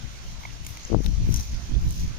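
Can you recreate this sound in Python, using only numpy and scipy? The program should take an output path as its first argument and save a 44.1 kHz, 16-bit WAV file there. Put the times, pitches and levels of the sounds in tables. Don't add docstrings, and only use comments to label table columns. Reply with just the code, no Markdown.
import sys
import numpy as np
from scipy import signal
from scipy.fft import rfft, irfft
from scipy.io import wavfile
from scipy.ndimage import uniform_filter1d, map_coordinates

SR = 44100
rng = np.random.default_rng(int(sys.argv[2]) if len(sys.argv) > 2 else 0)


def materialize(psi):
    bounded = np.clip(np.atleast_2d(psi).T, -1, 1)
    quanta = np.round(bounded * 32767).astype(np.int16)
    wavfile.write(sys.argv[1], SR, quanta)


N = 96446


def amp(db):
    return 10 ** (np.asarray(db) / 20)


def evened(x):
    return x / np.sqrt(np.mean(x ** 2) + 1e-20)


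def read(points, hz):
    f, value = np.transpose(points)
    return np.interp(np.log(hz + 0.00075), np.log(f + 0.0013), value)


def curves(table):
    t, *columns = np.transpose(table)
    return [np.interp(np.arange(N) / SR, t, column) for column in columns]


def colour(x, points, samples_per_unit=SR):
    f = np.fft.rfftfreq(x.shape[-1], 1 / samples_per_unit)
    return irfft(rfft(x) * amp(read(points, f)), x.shape[-1])


PORT_LEAD_S = .0004


def ports(left, right, pan_db):
    late_right = np.roll(right, round(PORT_LEAD_S * SR))
    return np.array([left * amp(pan_db / 2), late_right * amp(-pan_db / 2)])


def add(mix, s, sound):
    part = mix[..., round(s * SR):][..., :sound.shape[-1]]
    part += sound[..., :part.shape[-1]]


# t/s, nominal level/dB, eddy rate f/Hz
GUSTS_LEFT = [(0.0, -34, 86), (0.065, -31.5, 90.9), (0.185, -45, 75.43), (0.314, -30, 60.72),
              (0.464, -40.5, 75.4), (0.499, -33.5, 81.83), (0.723, -34.5, 70.24), (0.828, -49, 76),
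              (0.858, -31, 58.7), (0.883, -56, 199.7), (.903, -31, 288), (0.923, -16.5, 224.8),
              (0.953, -12.5, 229.5), (1.003, -15.5, 107.8), (1.028, -26.5, 109.5), (1.068, -15, 88.7),
              (1.107, -19, 105.6), (1.152, -18, 69.16), (1.307, -19, 94.5), (1.352, -18.5, 97.4),
              (1.387, -16, 87.3), (1.437, -40, 67.2), (1.537, -24, 90.86), (1.576, -47, 75.05),
              (1.751, -27.5, 67.15), (1.786, -38, 72.66), (1.826, -16.5, 63.77), (1.961, -32, 77.42),
              (2.03, -23, 91.17), (2.13, -41, 91.47), (2.185, -29, 60.06)]
GUSTS_RIGHT = [(0.0, -54, 76.1), (0.135, -44.5, 74.56), (0.274, -35, 70.84), (0.314, -38.5, 73.3),
               (0.429, -47, 74.9), (0.474, -42, 75.8), (0.688, -43.5, 75.1), (0.868, -42.5, 74.87),
               (1.018, -44, 74), (1.058, -26, 84.5), (1.112, -27.5, 76.46), (1.157, -35, 71.1),
               (1.217, -20, 106.4), (1.262, -23, 63.65), (1.342, -40, 74.5), (1.387, -25.5, 56),
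               (1.462, -32, 69.45), (1.487, -31, 67.37), (1.517, -32, 102.9), (1.566, -20, 86.3),
               (1.616, -39, 96.4), (1.646, -26.5, 82.24), (1.681, -37, 81.4), (1.716, -25, 120.4),
               (1.771, -12, 89.83), (1.811, -29, 65.34), (1.851, -20.5, 90.2), (1.961, -30, 91.14),
               (2.085, -22.5, 71.4), (2.185, -37, 79.37)]
# f/eddy rate, relative level/dB
EDDY_SPECTRUM = [(.1, 18), (.5, 1.5), (.8, -0.5), (1.3, -7.5), (2, -12.5), (3, -24.5), (4.5, -35.5),
                 (8, -51), (20, -111)]
LUMPS_DB, WIND_CUT_HZ = 2.58, 35.3


def wind(gusts):
    level_db, eddy_hz = curves(gusts)
    per_eddy = 64
    pattern = evened(colour(rng.standard_normal(400 * per_eddy), EDDY_SPECTRUM, per_eddy))
    lumps = uniform_filter1d(rng.standard_normal(N), 500)
    lumps = evened(uniform_filter1d(lumps, 500))
    position = np.cumsum(eddy_hz) / SR * per_eddy
    x = map_coordinates(pattern, [position], order=3, mode="wrap")
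    x = signal.lfilter(*signal.butter(2, WIND_CUT_HZ, "high", fs=SR), x)
    x = x / np.sqrt(uniform_filter1d(x ** 2, 1700) + 0.015)
    return x * amp(level_db + LUMPS_DB * lumps)


# f/Hz, relative level/dB per Hz
AIR_SPECTRUM = [(170, -6), (300, -9.5), (480, -16.5), (630, -11), (1000, -13), (1760, -15.5), (2260, -13.5),
                (4390, -16), (6100, -18), (7000, -18), (7400, -28.5), (9000, -29), (15000, -51.5),
                (15700, -63)]
# f/Hz, left-right likeness
AIR_LIKENESS = [(100, 0.33), (400, 1), (1000, 0.057), (2500, 0.14), (6000, 0.24), (15000, 0.064)]
# f/Hz, left-right level/dB
AIR_PAN = [(60, 12), (180, -1.5), (550, 1.5), (1650, -4), (4970, -5), (15000, 8.5)]
AIR_DB, PATCHES_DB = -46.5, 1.78


def air():
    frames, hz = N // 256 + 5, np.fft.rfftfreq(1024, 1 / SR)
    a, b, c, d, patches = rng.standard_normal((frames, 513, 5)).T
    patches = uniform_filter1d(patches, 12, 0)
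    patches = evened(uniform_filter1d(patches, 12, 1))
    same = np.clip(read(AIR_LIKENESS, hz), -1, 1)[:, None]
    pan_db = read(AIR_PAN, hz)[:, None]
    left = a + 1j * b
    right = same * left + np.sqrt(1 - same ** 2) * (c + 1j * d)
    z = np.array([left * amp(pan_db / 2), right * amp(-pan_db / 2)])
    z = z * amp(read(AIR_SPECTRUM, hz)[:, None] + PATCHES_DB * patches)
    x = signal.istft(z, nperseg=1024, noverlap=768)[1][:, :N]
    return amp(AIR_DB) * ports(*evened(x), 0)


# t/s, body level/dB, left-right level/dB, upper treble level/dB
NET_DRAG = [(0, -58, -6, -69), (.23, -52.5, -3, -66.5), (.32, -51, 0, -64), (.37, -57, -4, -74),
            (.42, -52, -1, -61.5), (.62, -57, -6.5, -72), (.69, -51, 3, -50), (.78, -50.5, -4, -65),
            (.86, -48.5, 1, -66), (.99, -56.5, -12, -72), (1.05, -45, 5, -55), (1.11, -50, -3, -63),
            (1.22, -55.5, -18.5, -75), (1.3, -50, 1, -54), (1.34, -39, -2, -54), (1.41, -43.5, -2, -54),
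            (1.47, -46.5, -2.5, -58.5), (1.56, -49.5, -5.5, -69), (1.67, -50, -3, -63),
            (1.75, -59, -16, -75), (1.82, -51, 3, -59.5), (1.94, -46.5, -2, -54), (2.01, -44, 1, -54),
            (2.06, -49.5, -4, -62.5), (2.19, -54.5, -6, -73)]
# f/Hz, relative level/dB
NET_BODY_SPECTRUM = [(1000, -26.5), (2000, -55), (3000, -14), (5000, -6.5), (5700, -1.5), (6200, 1),
                     (6900, -8), (7300, -47)]
# f/Hz, relative level/dB
NET_TREBLE_SPECTRUM = [(6500, -58), (7500, -3.5), (9000, -5), (12000, -1.5), (15200, -1), (15800, -16)]
CRACKLE_DECAY_S, CRACKLES_PER_S = 0.0072, 2200
CRACKLE_SPREAD_DB, RUSTLE_LIKENESS = 4, 0.082


def rustle():
    level_db, pan_db, treble_db = curves(NET_DRAG)
    struck = rng.random(N) < CRACKLES_PER_S / SR
    size_db = CRACKLE_SPREAD_DB * rng.exponential(1, N).clip(0, 4)
    energy = struck * amp(2 * size_db)
    power = signal.lfilter([1], [1, -np.exp(-2 / (CRACKLE_DECAY_S * SR))], energy)
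    left, other = rng.standard_normal((N, 2)).T * np.sqrt(power)
    right = RUSTLE_LIKENESS * left + np.sqrt(1 - RUSTLE_LIKENESS ** 2) * other
    z = np.array([left, right])
    body = amp(level_db) * evened(colour(z, NET_BODY_SPECTRUM))
    treble = amp(treble_db) * evened(colour(z, NET_TREBLE_SPECTRUM))
    return ports(*(body + treble), pan_db)


# t/s, peak level/dB before panning, left-right level/dB, f/Hz, low mode gain/dB
KNOCKS = [(.451, -25, -5.5, 2180, 0), (.5035, -41, -6, 2740, -8), (.6645, -40, -2, 2250, -12),
          (.771, -37, 4, 2050, -12), (1.749, -39, -10, 3500, -14)]
# f/its pitch, relative level/dB, 60 dB decay time/s
KNOCK_MODES = [(0.33, -8, 0.012), (.45, -8, 0.016), (1, -3.5, 0.014), (1.09, -13, .012)]
KNOCK_RISE_S = .0015


def knocks():
    out, t = np.zeros((2, N)), np.arange(2048) / SR
    soft_onset = (1 - np.exp(-t / KNOCK_RISE_S)) ** 2
    phases = rng.random((len(KNOCKS), len(KNOCK_MODES)))
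    for (s, db, pan_db, hz, low_db), turns in zip(KNOCKS, phases):
        x = np.zeros(len(t))
        for (ratio, mode_db, t60), turn in zip(KNOCK_MODES, turns):
            decay = amp(mode_db + low_db * (ratio < 1) - 60 * t / t60)
            x += decay * np.sin(2 * np.pi * (ratio * hz * t + turn))
        x *= soft_onset
        add(out, s, amp(db) / abs(x).max() * ports(x, x, pan_db))
    return out


# t/s, nominal level/dB, left-right level/dB, ring f/Hz,
# decay time constant/s, ring level/dB and body level/dB (both relative to the bright noise)
NET_TICKS = [(.6648, -23.5, -1, 6600, .004, -3, -4), (.7712, -26.5, 3, 6300, .0025, 8, 7),
             (.7945, -32, 2, 4200, .003, 14, 0), (.8503, -25, 2, 6550, .002, 16, 4),
             (1.0385, -33, 8, 6210, .002, 8, 0), (1.0612, -15.5, 9, 3700, .0016, 10, 16),
             (1.3411, -12.5, 4, 5950, .0025, 3, -12), (1.3606, -14, 1, 6050, .0025, 7, -12),
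             (1.3688, -20, 0, 5975, .003, 9, -15), (1.3745, -27, -1, 5950, .002, -4, -15),
             (1.3967, -18.5, 2, 6000, .003, 10, -4), (1.4075, -26, -2, 6100, .003, 8, -15),
             (1.5432, -33, -5, 4954, .003, 6, 0), (1.9069, -25, -3, 6340, .002, -8, -8),
             (1.9236, -31, -2, 6120, .002, -8, -10)]
# f/Hz, relative level/dB
TICK_SPECTRUM = [(500, -16), (1500, -22), (3000, -70), (5000, -20), (6500, -7), (7500, -9), (11000, -8),
                 (14500, -12), (16000, -26)]
# f/Hz, relative level/dB
TICK_BODY_SPECTRUM = [(300, -20), (600, -2), (1500, -3), (3500, 0), (6000, -2), (7500, -25)]
TICK_RISE_S, RING_WIDTH_HZ = .0003, 900


def ticks():
    out, t = np.zeros((2, N)), np.arange(2048) / SR
    noises = rng.standard_normal((len(NET_TICKS), 3, 2048))
    for (s, db, pan_db, hz, decay_s, ring_db, body_db), noise in zip(NET_TICKS, noises):
        shape = (1 - np.exp(-t / TICK_RISE_S)) * np.exp(-t / decay_s)
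        z = noise[0] + .5 * noise[1:]
        resonator = signal.iirpeak(hz, hz / RING_WIDTH_HZ, SR)
        ring = signal.lfilter(*resonator, signal.lfilter(*resonator, z))
        x = evened(colour(z, TICK_SPECTRUM)) + amp(ring_db) * evened(ring)
        x = x + amp(body_db) * evened(colour(z, TICK_BODY_SPECTRUM))
        x = evened(x) * shape
        add(out, s, amp(db) / 2 * ports(*x, np.clip(pan_db, -14, 14)))
    return out


# t/s of centre, nominal level/dB, swing f/Hz
WIND_POPS = [(0.92, -13.5, 242), (.938, -9, 180), (0.9466, -4.5, 432), (0.953, -13.5, 272),
             (0.966, -7.5, 136), (0.973, -26, 185), (0.99, -19, 157), (1.0056, -14.5, 214),
             (1.292, -14.5, 179), (1.3098, -12, 91)]


def pops():
    out, t = np.zeros(N), np.arange(-1000, 1000) / SR
    for s, db, hz in WIND_POPS:
        u = 2 * np.pi * hz * t
        add(out, s - 1000 / SR, -amp(db) * 2 * u / (1 + u ** 2 / 3) ** 2)
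    return out


def scene():
    gusts = np.array([wind(GUSTS_LEFT) + pops(), wind(GUSTS_RIGHT)])
    return gusts + air() + rustle() + knocks() + ticks()


TWIN_LEAD_S, TWIN_DB = 768 / 44100, -9.5


def doubled(x):
    return x + amp(TWIN_DB) * np.roll(x, -round(TWIN_LEAD_S * SR), -1)


DUCK_FROM_DB, DUCK_SHARE = -19, 0.28
HELD_LEVEL_FALL_DB_PER_S, EDGE_HZ = 45, 16300


def record(dry):
    power = uniform_filter1d((dry ** 2).max(0), 900)
    power_db = 10 * np.log10(abs(power) + 1e-12)
    fall = np.arange(N) * HELD_LEVEL_FALL_DB_PER_S / SR
    held_db = np.maximum.accumulate(power_db + fall) - fall
    over_db = np.maximum(held_db - DUCK_FROM_DB, 0)
    ducked = dry / amp(DUCK_SHARE * uniform_filter1d(over_db, 300))
    low_pass = signal.firwin(511, EDGE_HZ, window=("kaiser", 9), fs=SR)
    return signal.oaconvolve(doubled(ducked), low_pass[None], "same")


dry = scene()
out = record(dry)
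materialize(out)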